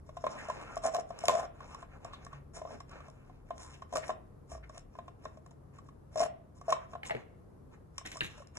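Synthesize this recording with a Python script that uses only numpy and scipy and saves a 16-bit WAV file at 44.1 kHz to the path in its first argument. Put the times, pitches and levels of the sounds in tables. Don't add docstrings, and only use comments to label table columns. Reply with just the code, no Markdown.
import sys
import numpy as np
from scipy import signal
from scipy.fft import rfft, irfft
from scipy.io import wavfile
from scipy.ndimage import uniform_filter1d

SR = 44100
rng = np.random.default_rng(int(sys.argv[2]) if len(sys.argv) > 2 else 0)


def store_wav(level_fs):
    pcm = np.round(np.clip(np.atleast_2d(level_fs), -1, 1) * 32767)
    wavfile.write(sys.argv[1], SR, pcm.T.astype(np.int16))


N = 378378
TIME = np.arange(N) / SR
FREQS = np.fft.rfftfreq(N, 1 / SR)

# start in seconds, relative levels in dB of the hollow modes,
# the wall modes and the contact tick, pitch of the hollow in Hz, pitch of the wall in Hz.
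TAP_EVENTS = [(0.091, -41, -47.5, -54, 610, 1090), (0.169, -34.5, -39.5, -44, 680, 1036),
              (0.24, -21.5, -34, -47, 622, 1035), (0.266, -22, -26, -46, 586, 1062),
              (0.486, -30, -44, -45, 644, 1130), (0.499, -30, -30.5, -41.5, 614, 1015),
              (0.768, -27, -36, -40, 660, 1117), (0.854, -24.5, -37.5, -51, 678, 1130),
              (0.871, -28.5, -45, -56, 715, 1110), (0.886, -31, -46, -50, 593, 1116),
              (0.948, -22.5, -36, -54, 689, 1110), (0.985, -22, -44, -50.5, 678, 1060),
              (1.105, -31.5, -41.5, -50, 667, 1080), (1.238, -24.5, -47, -51, 672, 1091),
              (1.274, -51.5, -50, -54, 669, 1089), (1.284, -14.5, -26, -40, 635, 1092),
              (1.294, -15.5, -26, -46, 620, 1030), (1.321, -20, -45, -48, 663, 1050),
              (1.339, -24.5, -49, -36, 683, 1053), (1.396, -28, -36, -34, 727, 1030),
              (1.431, -29, -48, -48, 686, 1070), (1.449, -34, -53, -56, 663, 1080),
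              (1.605, -53, -43.5, -56, 660, 1093), (1.747, -47.5, -39.5, -51, 660, 1094),
              (1.826, -42.5, -42.5, -54, 677, 1060), (2.049, -34, -44, -51, 666, 1126),
              (2.134, -52.5, -40.5, -44.5, 615, 1114), (2.249, -54, -57, -46, 666, 1100),
              (2.265, -45.5, -44, -58, 674, 1110), (2.33, -50, -42, -51, 640, 1104),
              (2.59, -39, -59, -53, 667, 1010), (2.616, -30, -44.5, -70, 631, 1002),
              (2.651, -32, -45, -70, 655, 1040), (2.673, -45, -47.5, -60, 661, 1130),
              (2.706, -37, -50, -66, 620, 997), (2.804, -48.5, -42.5, -46, 697, 1096),
              (2.914, -51, -49.5, -49, 684, 1132), (3.004, -45.5, -46.5, -58, 590, 1154),
              (3.083, -46, -50, -53, 643, 1057), (3.296, -47.5, -56, -64, 728, 1043),
              (3.506, -29.5, -36.5, -54, 668, 1050), (3.821, -38.5, -39, -49, 654, 1080),
              (3.926, -29, -40.5, -40, 673, 990), (3.937, -28.5, -46, -35, 635, 1020),
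              (3.957, -19.5, -32, -25, 623, 1140), (4.093, -21.5, -33.5, -51, 667, 1065),
              (4.101, -25, -30.5, -52.5, 642, 1060), (4.518, -36, -49, -43, 657, 1143),
              (4.55, -35.5, -50, -55, 646, 1131), (4.578, -45.5, -56, -58, 640, 1080),
              (4.696, -40.5, -47.5, -47.5, 618, 1107), (4.752, -45.5, -56, -58, 655, 1070),
              (4.774, -42.5, -51, -55, 660, 1118), (4.952, -44, -49.5, -70, 644, 1015),
              (4.987, -34, -39, -55, 670, 1040), (5.08, -40, -44.5, -54, 690, 1070),
              (5.242, -46.5, -60, -52, 660, 1090), (5.254, -31.5, -36.5, -50, 616, 1072),
              (5.372, -44.5, -55.5, -54, 622, 1080), (5.461, -55, -51, -65, 688, 1080),
              (5.511, -54, -58, -53, 663, 930), (5.786, -60, -48.5, -53, 654, 1120),
              (5.887, -60, -49.5, -56.5, 660, 1097), (6.158, -22.5, -42, -36.5, 643, 1057),
              (6.203, -21, -35, -33, 643, 1056), (6.221, -19.5, -54, -47, 674, 990),
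              (6.261, -31.5, -58, -56, 666, 1020), (6.613, -41, -50, -48, 684, 1113),
              (6.682, -27, -52, -53, 666, 1100), (6.694, -27, -47, -58, 655, 1055),
              (6.716, -30, -45, -54, 700, 1010), (6.724, -22.5, -21, -27, 624, 1077),
              (6.764, -34, -40, -59, 643, 1010), (6.933, -36.5, -41.5, -71, 652, 1090),
              (6.952, -30.5, -40, -60.5, 694, 1063), (7.982, -54.5, -39.5, -54.5, 573, 1100),
              (8.012, -47.5, -49, -63, 666, 1070), (8.156, -42, -45, -48, 660, 1014),
              (8.171, -46, -42.5, -38, 606, 1135), (8.379, -42.5, -56, -46, 587, 1006),
              (8.402, -46, -66, -68, 567, 1000), (8.421, -54, -48, -62, 632, 1100),
              (8.555, -65, -55.5, -49, 660, 1220)]
# start in seconds, length in seconds,
# relative judder level in dB, relative paper crackle level in dB, pitch of the hollow in Hz.
TUG_EVENTS = [(0.836, 0.061, -31, -51.5, 655.7), (0.936, 0.036, -31.5, -61, 654),
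              (0.986, 0.022, -36.5, -56, 651), (1.3, 0.057, -32.5, -53, 631), (1.347, 0.062, -31, -54, 676),
              (1.413, 0.047, -37.5, -56, 667), (3.949, 0.035, -32, -43, 634),
              (6.166, 0.03, -34.5, -53, 630), (6.198, 0.043, -29.5, -49, 649),
              (6.248, 0.017, -35.5, -53, 640), (6.68, 0.032, -30, -51.5, 649)]
# multiple of its pitch, t60 in seconds, relative level in dB.
HOLLOW_MODES = [(.73, 0.024, -6), (.88, 0.029, -3), (1, 0.033, 4)]
# multiple of its pitch, t60 in seconds, relative level in dB.
WALL_MODES = [(.94, 0.024, -7.5), (1, 0.037, 4), (1.36, 0.024, -15.5), (1.63, 0.012, -7),
              (2.2, 0.0047, -18)]
# frequency in Hz, relative level in dB per Hz.
FIBRE_SPECTRUM = [(500, -30.5), (2000, -2), (2750, -6), (3300, -5.5), (3900, -6), (4750, -15), (5500, 7.5),
                  (6100, -6.5), (7100, 2.5), (8000, 0.5), (9200, -21), (10500, -10.5), (12300, -34),
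                  (14000, -47)]
HOLLOW_HZ, WALL_HZ = 656, 1036
TUG_ATTACK_S, TUG_RELEASE_S, TUG_SAG_DB_PER_S = 0.0083, 0.0033, 30
SCRAPE_ATTACK_S, SCRAPE_RELEASE_S, SCRAPE_SAG_DB_PER_S = 0.065, 0.014, 22


def undb(db):
    return 10 ** (np.asarray(db) / 20)


def unit(x):
    return x / np.sqrt(np.mean(x ** 2))


def across(points, freqs):
    hz, value = np.transpose(points)
    return np.interp(np.log(freqs + 1), np.log(hz), value)


def colour(x, points):
    cepstrum = irfft(np.log(undb(across(points, FREQS))), N)
    cepstrum[1:N // 2] *= 2
    cepstrum[N // 2 + 1:] = 0
    return irfft(rfft(x) * np.exp(rfft(cepstrum)), N)


def walk(rate):
    knots = rng.standard_normal(4096)
    return np.interp(TIME * rate, np.arange(len(knots)), knots)


def add(track, s, sound):
    start = max(int(s * SR), 0)
    part = sound[:max(N - start, 0)]
    track[start:start + len(part)] += part


def ring(modes, pitch=1, scatter_db=0, sag_per_s=0, size=8000):
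    t = TIME[:size]
    turns = pitch * np.cumsum(np.exp(-sag_per_s * t)) / SR
    total = np.zeros(len(t))
    for hz, t60, db in modes:
        gain = undb(db + scatter_db * rng.standard_normal())
        total += gain * np.sin(2 * np.pi * hz * turns) * np.exp(-np.log(1000) * t / t60)
    return total


def grains(rate, spread_db):
    sizes = undb(spread_db * np.minimum(rng.exponential(size=N), 3.5)) * rng.choice([-1, 1], N)
    return unit((rng.random(N) < rate / SR) * sizes)


def scratch(rise_s, decay_s, size=2400):
    t = TIME[:size]
    grain = rng.standard_normal(size) * undb(2.57 * rng.standard_normal(size // 20).repeat(20))
    return grain * (1 - np.exp(-t / rise_s)) * np.exp(-t / decay_s)


def stroke(length, attack_s, release_s, sag_db_per_s):
    t = TIME[:SR // 2]
    held = np.minimum(t / attack_s, 1) * undb(-sag_db_per_s * t)
    return held * np.exp(-np.maximum(t - length, 0) / release_s)


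def hum():
    # frequency in Hz, relative level in dB.
    hum_tones = [(76, -64.5), (100, -66.5), (138, -65.5)]
    total = np.zeros(N)
    for hz, db in hum_tones:
        level = undb(db + 2.5 * walk(rate=4))
        total += level * np.sqrt(2) * np.sin(2 * np.pi * hz * TIME + walk(rate=7))
    return total


def background(air_db=-58, width=1.0, bass_width=0.37, left_db=0.72):
    # frequency in Hz, relative level in dB.
    air_spectrum = [(24, -39), (40, 3.5), (112, -1), (140, -1), (197, -3.5), (337, -9.5), (453, -10),
                    (654, -17), (968, -22), (1070, -20), (2520, -42.5), (3300, -45.5), (9230, -47),
                    (11800, -43), (14000, -97)]
    rumble_db, rumble_ends_s, rumble_fade_s = -63, 5.12, 0.23
    mid, side = unit(colour(rng.standard_normal((2, N)), air_spectrum))
    side = irfft(rfft(side) * across([(150, bass_width), (400, width)], FREQS), N)
    air = undb(air_db + walk(rate=2.97)) * (mid + np.array([side, -side]))
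    low_spectrum = [(22, -48.5), (27, -22.0), (35, -8.5), (60, -22.0), (130, -30.0), (500, -76)]
    low = unit(colour(rng.standard_normal(N), low_spectrum))
    rumble = undb(rumble_db) * low * np.clip((rumble_ends_s - TIME) / rumble_fade_s, 0, 1)
    return (air + hum() + rumble) * undb([[left_db], [-left_db]])


def sliding(tug_rub_db=-3, lead_s=0.057, slide_s=0.045, slide_crackle_db=-64, slide_rub_db=-60, follow=0.45):
    # start in seconds,
    # length in seconds, relative crackle level in dB, relative rub level in dB.
    scrape_events = [(0.283, 0.28, -62.5, -48), (0.52, 0.25, -67, -49.5), (0.815, 0.018, -45, -45),
                     (0.905, 0.037, -44.5, -46.5), (1.103, 0.19, -65, -53.5), (1.527, 0.32, -70, -56.5),
                     (1.876, 0.098, -90, -60), (1.997, 0.23, -92, -55.5), (2.295, 0.082, -89, -54.5),
                     (2.531, 0.044, -49, -56), (2.668, 0.086, -62, -55.5), (2.872, 0.19, -81, -55),
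                     (3.075, 0.33, -86, -68.5), (3.533, 0.24, -61.5, -62), (3.966, 0.14, -57.5, -61),
                     (4.487, 0.061, -58, -63), (4.718, 0.067, -63, -58.5), (5.163, 0.15, -77.5, -70),
                     (5.724, 0.042, -75, -56.5), (6.545, 0.029, -52.5, -69), (6.741, 0.11, -64, -59.5),
                     (7.04, 0.037, -51, -57), (7.089, 0.13, -96, -56), (7.705, 0.037, -72, -55),
                     (8.077, 0.24, -61, -66), (8.283, 0.14, -68.5, -62.5), (8.544, 0.039, -52, -50)]
    crackle, rub = np.zeros((2, N))
    for s, length, crackle_db, rub_db in scrape_events:
        swell = stroke(length, SCRAPE_ATTACK_S, SCRAPE_RELEASE_S, SCRAPE_SAG_DB_PER_S)
        add(crackle, s, undb(crackle_db) * swell)
        add(rub, s, undb(rub_db) * swell)
    for s, length, _, db, _ in TUG_EVENTS:
        swell = undb(db) * stroke(length, TUG_ATTACK_S, TUG_RELEASE_S, TUG_SAG_DB_PER_S)
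        add(crackle, s, swell)
        add(rub, s, undb(tug_rub_db) * swell)
    for s, *levels, _, _ in TAP_EVENTS:
        pressure = undb(follow * (max(levels) + 15.5))
        swell = pressure * stroke(slide_s, lead_s, SCRAPE_RELEASE_S, SCRAPE_SAG_DB_PER_S)
        add(crackle, s - lead_s, undb(slide_crackle_db) * swell)
        add(rub, s - lead_s, undb(slide_rub_db) * swell)
    return crackle, rub


def shifting(x, depth_db, rate):
    octaves = np.log2(np.clip(FREQS, 700, 11200) / 700)
    spectrum = rfft(x)
    total = np.zeros(N)
    for k in range(9):
        band = irfft(spectrum * np.maximum(1 - abs(2 * octaves - k), 0), N)
        total += band * undb(depth_db * walk(rate))
    return total


def paper(crackle_db=0, rub_db=1, snap_db=5, murmur_db=-2, flicker_db=0.5, surge_db=5.0):
    # start in seconds, relative level in dB.
    snap_events = [(0.265, -46), (0.485, -46), (0.499, -38), (0.757, -42), (0.7754, -37.5), (0.837, -38),
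                   (0.855, -48), (0.864, -30), (0.875, -43), (0.948, -42), (0.956, -37.5), (0.966, -41),
                   (0.998, -41), (1.189, -37), (1.208, -43.5), (1.238, -38.5), (1.255, -28), (1.381, -43),
                   (1.402, -47), (1.746, -42.5), (2.047, -41), (2.249, -46), (2.264, -51), (2.803, -47.5),
                   (2.894, -50), (3.1, -52), (3.58, -41), (3.6316, -45), (3.741, -50), (4.779, -40.5),
                   (4.794, -52), (5.463, -53.5), (4.08, -36), (5.251, -47), (6.174, -36), (6.183, -34.5),
                   (6.195, -31), (6.7035, -29.5), (7.981, -28), (8.0613, -38.5), (8.072, -40), (8.17, -37),
                   (8.117, -38), (8.471, -51.5), (8.5709, -35.5)]
    # frequency in Hz, relative level in dB per Hz.
    rub_spectrum = [(150, 5), (500, 12), (800, 10), (1150, 11), (1700, 3), (2600, 3), (3300, -9),
                    (4000, -8), (4800, -15.5), (7000, -11.5), (12000, -41.5)]
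    crackle, rub = sliding()
    snaps = np.zeros(N)
    for s, db in snap_events:
        add(snaps, s, undb(db + snap_db) * scratch(rise_s=0.000083, decay_s=0.0021))
    catch = undb(flicker_db * walk(rate=210) + surge_db * walk(rate=29))
    fibres = unit(colour(grains(rate=2200, spread_db=4.5), FIBRE_SPECTRUM))
    friction = unit(colour(grains(rate=4000, spread_db=3.5), rub_spectrum))
    cup = ring(HOLLOW_MODES, HOLLOW_HZ) + ring(WALL_MODES, WALL_HZ)
    murmur = unit(signal.fftconvolve(grains(rate=250, spread_db=-7.0), cup)[:N])
    crackling = undb(crackle_db) * catch * crackle * (fibres + undb(murmur_db) * murmur)
    rubbing = undb(rub_db) * catch ** 0.38 * rub * friction
    return shifting(crackling + rubbing, depth_db=3.5, rate=28) + colour(snaps, FIBRE_SPECTRUM)


def taps(hollow_db=3.5, wall_db=4.5, tick_db=1, click_db=-8, strike_db=-12, give_s=0.0019, softness=0.015):
    air_lag_s = 0.0018
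    cup, ticks, clicks, strikes = np.zeros((4, N))
    for s, hollow, wall, tick, hollow_hz, wall_hz in TAP_EVENTS:
        air = ring(HOLLOW_MODES, hollow_hz, scatter_db=2.0, size=2600)
        shell = ring(WALL_MODES, wall_hz, scatter_db=1.5, size=2600)
        t = TIME[:len(air)]
        contact_s = give_s * np.exp(softness * (-25 - max(hollow, wall)))
        press = 1 - np.exp(-t / contact_s)
        swell = 1 - np.exp(-t / (contact_s + air_lag_s))
        add(cup, s, swell * undb(hollow + hollow_db) * air + press * undb(wall + wall_db) * shell)
        add(strikes, s, undb(wall + strike_db) * scratch(rise_s=0.0002, decay_s=0.0013))
        add(clicks, s, undb(wall + click_db) * scratch(rise_s=0.0013, decay_s=0.0056))
        add(ticks, s - contact_s, undb(tick + tick_db) * scratch(rise_s=0.0018, decay_s=0.0055))
    upper = colour(clicks, [(600, -9.5), (1600, 10.5), (2800, 4.5), (3800, 5),
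                            (4800, -16.5), (10000, -36), (13000, -28.0)])
    crisp = colour(strikes, [(600, -10), (1800, 3), (3800, -16.5), (5000, -3.5), (8000, -3.5), (13000, -26)])
    return cup + upper + crisp + colour(ticks, FIBRE_SPECTRUM)


def thumps(level_db=-24, contact_s=0.004):
    # frequency in Hz, t60 in seconds, relative level in dB.
    table_modes = [(150, 0.08, -3), (266.7, 0.076, 1.5), (445, 0.032, -3.5)]
    out = np.zeros(N)
    for s, hollow, wall, *_ in TAP_EVENTS:
        top = ring(table_modes, scatter_db=3.0, size=4000)
        press = 1 - np.exp(-TIME[:len(top)] / contact_s)
        add(out, s, undb(max(hollow, wall) + level_db) * top * press)
    return out


def creaks(level_db=0, t60_s=0.005, glide=0.114):
    # start in seconds, length in seconds, starting pitch in Hz, relative level in dB.
    creak_events = [(0.373, 0.04, 1794, -47.5), (2.123, 0.026, 3370, -53.5), (3.73, 0.025, 2650, -59),
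                    (4.023, 0.02, 1950, -44), (4.625, 0.021, 1785, -55.5), (8.048, 0.012, 1793, -42.5)]
    out = np.zeros(N)
    for s, length, hz, db in creak_events:
        swell = stroke(length, attack_s=0.014, release_s=0.0082, sag_db_per_s=33)
        t = TIME[:len(swell)]
        slips = signal.fftconvolve(rng.standard_normal(len(t)), ring([(hz, t60_s, 0)]), mode="same")
        warped = t + glide * np.minimum(t, length) ** 2 / (2 * length)
        rising = np.interp(warped, t, unit(slips))
        add(out, s, undb(db + level_db) * swell * rising)
    return out


def judder(level_db=0, wall_db=0, slip_hz=165, uneven=0.45, soft_hz=1500, hollow_hz=645,
           pure_db=-3.0, slips_db=-6.5, drift=0.82, throb_db=2):
    gaps = np.exp(uneven * rng.standard_normal(4000)) / slip_hz
    at = (np.cumsum(gaps) * SR).astype(int)
    slips = np.bincount(at[at < N], minlength=N)
    body = ring([(hollow_hz, 0.06, 11), (560, 0.035, 1), (745, 0.035, 1)])
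    body = body + undb(wall_db) * ring(WALL_MODES, WALL_HZ)
    soften = signal.butter(2, soft_hz, fs=SR, output="sos")
    pushes = signal.sosfilt(soften, np.diff(slips, prepend=0))
    cup = signal.fftconvolve(pushes, body)[:N]
    levelled = cup / np.sqrt(uniform_filter1d(cup ** 2, size=900) + 1e-9)
    tone = np.sqrt(2) * np.sin(2 * np.pi * hollow_hz * TIME + drift * walk(rate=45))
    tone = tone * undb(throb_db * walk(rate=73))
    even = undb(slips_db) * levelled + undb(pure_db) * tone
    out = np.zeros(N)
    for s, length, db, _, hz in TUG_EVENTS:
        pull = undb(db + level_db) * stroke(length, TUG_ATTACK_S, TUG_RELEASE_S, TUG_SAG_DB_PER_S)
        add(out, s, pull * np.interp(s + TIME[:len(pull)] * hz / hollow_hz, TIME, even))
    return out


def slaps(level_db=-6):
    # start in seconds, relative level in dB.
    slap_events = [(0.9468, -22), (0.9655, -33), (1.2826, -10), (1.294, -23), (1.313, -28.5),
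                   (3.9542, -34.5), (3.9701, -26), (6.2148, -33), (6.2314, -28)]
    # frequency in Hz, relative level in dB per Hz.
    slap_spectrum = [(400, -21.5), (1500, 2), (2800, 8.5), (4500, 2.5), (5600, -1), (7500, 4),
                     (9500, -10.5), (14000, -19)]
    out = np.zeros(N)
    for s, db in slap_events:
        add(out, s, undb(db + level_db) * scratch(rise_s=0.0001, decay_s=0.0018))
    return colour(out, slap_spectrum)


def bumps(push_s=0.037):
    # start in seconds, pitch in Hz, level in dB.
    bump_events = [(2.322, 139.8, -45.5), (4.498, 67, -47.5), (4.556, 57, -46)]
    out, t = np.zeros(N), TIME[:SR // 2]
    for s, hz, db in bump_events:
        swell = t / push_s * np.exp(1 - t / push_s)
        add(out, s, undb(db) * np.sin(2 * np.pi * hz * t) * swell)
    return out


def knocks(clack_db=1, body_db=0, thud_db=0, crack_db=-12, scuff_db=0, contact_s=0.00087):
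    # start in seconds, relative levels in dB of clack, body and thud,
    # body pitch in Hz, clack pitch in Hz.
    knock_events = [(7.0319, -31, -45.5, -77.5, 840, 2170), (7.0962, -33, -37, -51.5, 890, 1970),
                    (7.107, -24.5, -28.5, -43.5, 696, 2016), (7.1186, -33.5, -43, -62, 630, 2010),
                    (7.136, -53.5, -41.5, -54, 530, 2060), (7.149, -35, -32, -39, 462, 2200),
                    (7.166, -36.5, -41, -43, 399, 1800), (8.2075, -19, -41.5, -38.5, 451, 2790),
                    (8.2139, -24.5, -51.5, -48, 436, 1650), (8.2218, -36, -41.5, -47, 333, 1870),
                    (8.5734, -54, -46.5, -56, 312, 2116)]
    # multiple of the clack's pitch, t60 in seconds, relative level in dB.
    clack_modes = [(.6, 0.039, -14), (1, 0.015, 2.5), (1.06, 0.014, -5.5), (1.36, 0.009, 0)]
    # multiple of the body's pitch, t60 in seconds, relative level in dB.
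    body_modes = [(.68, 0.049, -5), (1, 0.064, 5.5), (1.27, 0.019, 3.5)]
    # frequency in Hz, t60 in seconds, relative level in dB.
    thud_modes = [(140, 0.2, -1.5), (236, 0.206, -10.5)]
    # start in seconds, length in seconds, relative level in dB.
    scuff_events = [(7.045, 0.015, -47.5), (7.128, 0.013, -59), (7.19, 0.02, -73), (8.05, 0.025, -44),
                    (8.114, 0.01, -45.5), (8.228, 0.035, -40.5), (8.299, 0.053, -65)]
    # frequency in Hz, relative level in dB per Hz.
    scuff_spectrum = [(300, 7.5), (900, -2.5), (1500, 0), (2200, 6.5), (2800, 4.5), (3300, 1.5),
                      (3900, 1.5), (5000, -16), (6500, -4.5), (9000, -18), (11500, -12.5), (13500, -38)]
    out, cracks, drag = np.zeros((3, N))
    for s, clack, body, thud, body_hz, clack_hz in knock_events:
        add(cracks, s, undb(clack + crack_db) * scratch(rise_s=0.0014, decay_s=0.0047))
        blow = undb(clack + clack_db) * ring(clack_modes, clack_hz)
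        blow += undb(body + body_db) * ring(body_modes, body_hz, sag_per_s=6.0)
        blow += undb(thud + thud_db) * ring(thud_modes)
        add(out, s, blow * (1 - np.exp(-TIME[:len(blow)] / contact_s)))
    for s, length, db in scuff_events:
        swell = stroke(length, attack_s=0.0072, release_s=0.018, sag_db_per_s=85)
        add(drag, s, undb(db + scuff_db) * swell)
    scuff = drag * unit(colour(grains(rate=1700, spread_db=1.5), scuff_spectrum))
    crack = colour(cracks, [(400, -21.5), (1000, -4), (1700, 21.5), (2800, 3.5), (3500, 4.5), (4300, 1.5),
                            (5400, -12), (8000, -10.5), (11500, -14), (13500, -28)])
    return out + scuff + crack


def room(x, t60_s, treble_t60_s, split_hz, early_s, early):
    t = TIME[:SR]
    noise = rng.standard_normal((2, SR))
    low = signal.sosfiltfilt(signal.butter(3, split_hz, fs=SR, output="sos"), noise)
    tail = low * np.exp(-np.log(1000) * t / t60_s)
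    tail = tail + (noise - low) * np.exp(-np.log(1000) * t / treble_t60_s)
    onset = np.clip(t / 0.0041 - 1, 0, 1)
    tail = tail * (1 + early * np.exp(-t / early_s)) * onset
    return signal.fftconvolve(x[None], unit(tail) / np.sqrt(SR), axes=1)[:, :N]


def ports(x, phase, share=1):
    # frequency in Hz, level difference in dB.
    port_balance = [(200, 1), (670, 2.5), (1200, -1), (2500, 0.5)]
    turn = np.exp(.5j * across(phase, FREQS)) * undb(share * across(port_balance, FREQS) / 2)
    return irfft(rfft(x) * np.array([turn, 1 / turn]), N)


def scene(cup_room_db=-13, knock_room_db=-9):
    # frequency in Hz, phase in radians.
    cup_phase = [(150, 5), (340, -3), (600, -0.72), (1200, -1), (1750, 0.21), (2100, 4.5), (2800, 3.5),
                 (4000, 3.5), (5400, 4), (6200, 5), (7300, 8), (8350, 11), (10500, 11.5), (11400, 18.5),
                 (12500, 17)]
    # frequency in Hz, phase in radians.
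    knock_phase = [(150, -0.5), (400, -2), (700, -2.4), (1300, -2), (4000, -2), (8000, -1)]
    # frequency in Hz, gain in dB.
    room_spread = [(300, 2), (520, 2.5), (660, 3), (850, 0.5), (1090, -1.5), (1400, 4.5), (3000, 0.5),
                   (8000, 2.5)]
    cup = taps() + thumps() + slaps() + judder() + paper() + creaks()
    far = knocks()
    cup_echo = undb(cup_room_db) * room(colour(cup, room_spread), t60_s=0.51, treble_t60_s=0.18,
                                        split_hz=3700, early_s=0.051, early=2.0)
    far_echo = undb(knock_room_db) * room(far, t60_s=0.51, treble_t60_s=0.36,
                                          split_hz=6300, early_s=0.013, early=3.8)
    direct = ports(cup, cup_phase) + ports(far, knock_phase, share=0.83)
    return direct + cup_echo + far_echo + bumps() + background()


def record(dry):
    return signal.sosfilt(signal.ellip(8, .2, 70, 14000, fs=SR, output="sos"), dry)


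dry = scene()
out = record(dry)
store_wav(out)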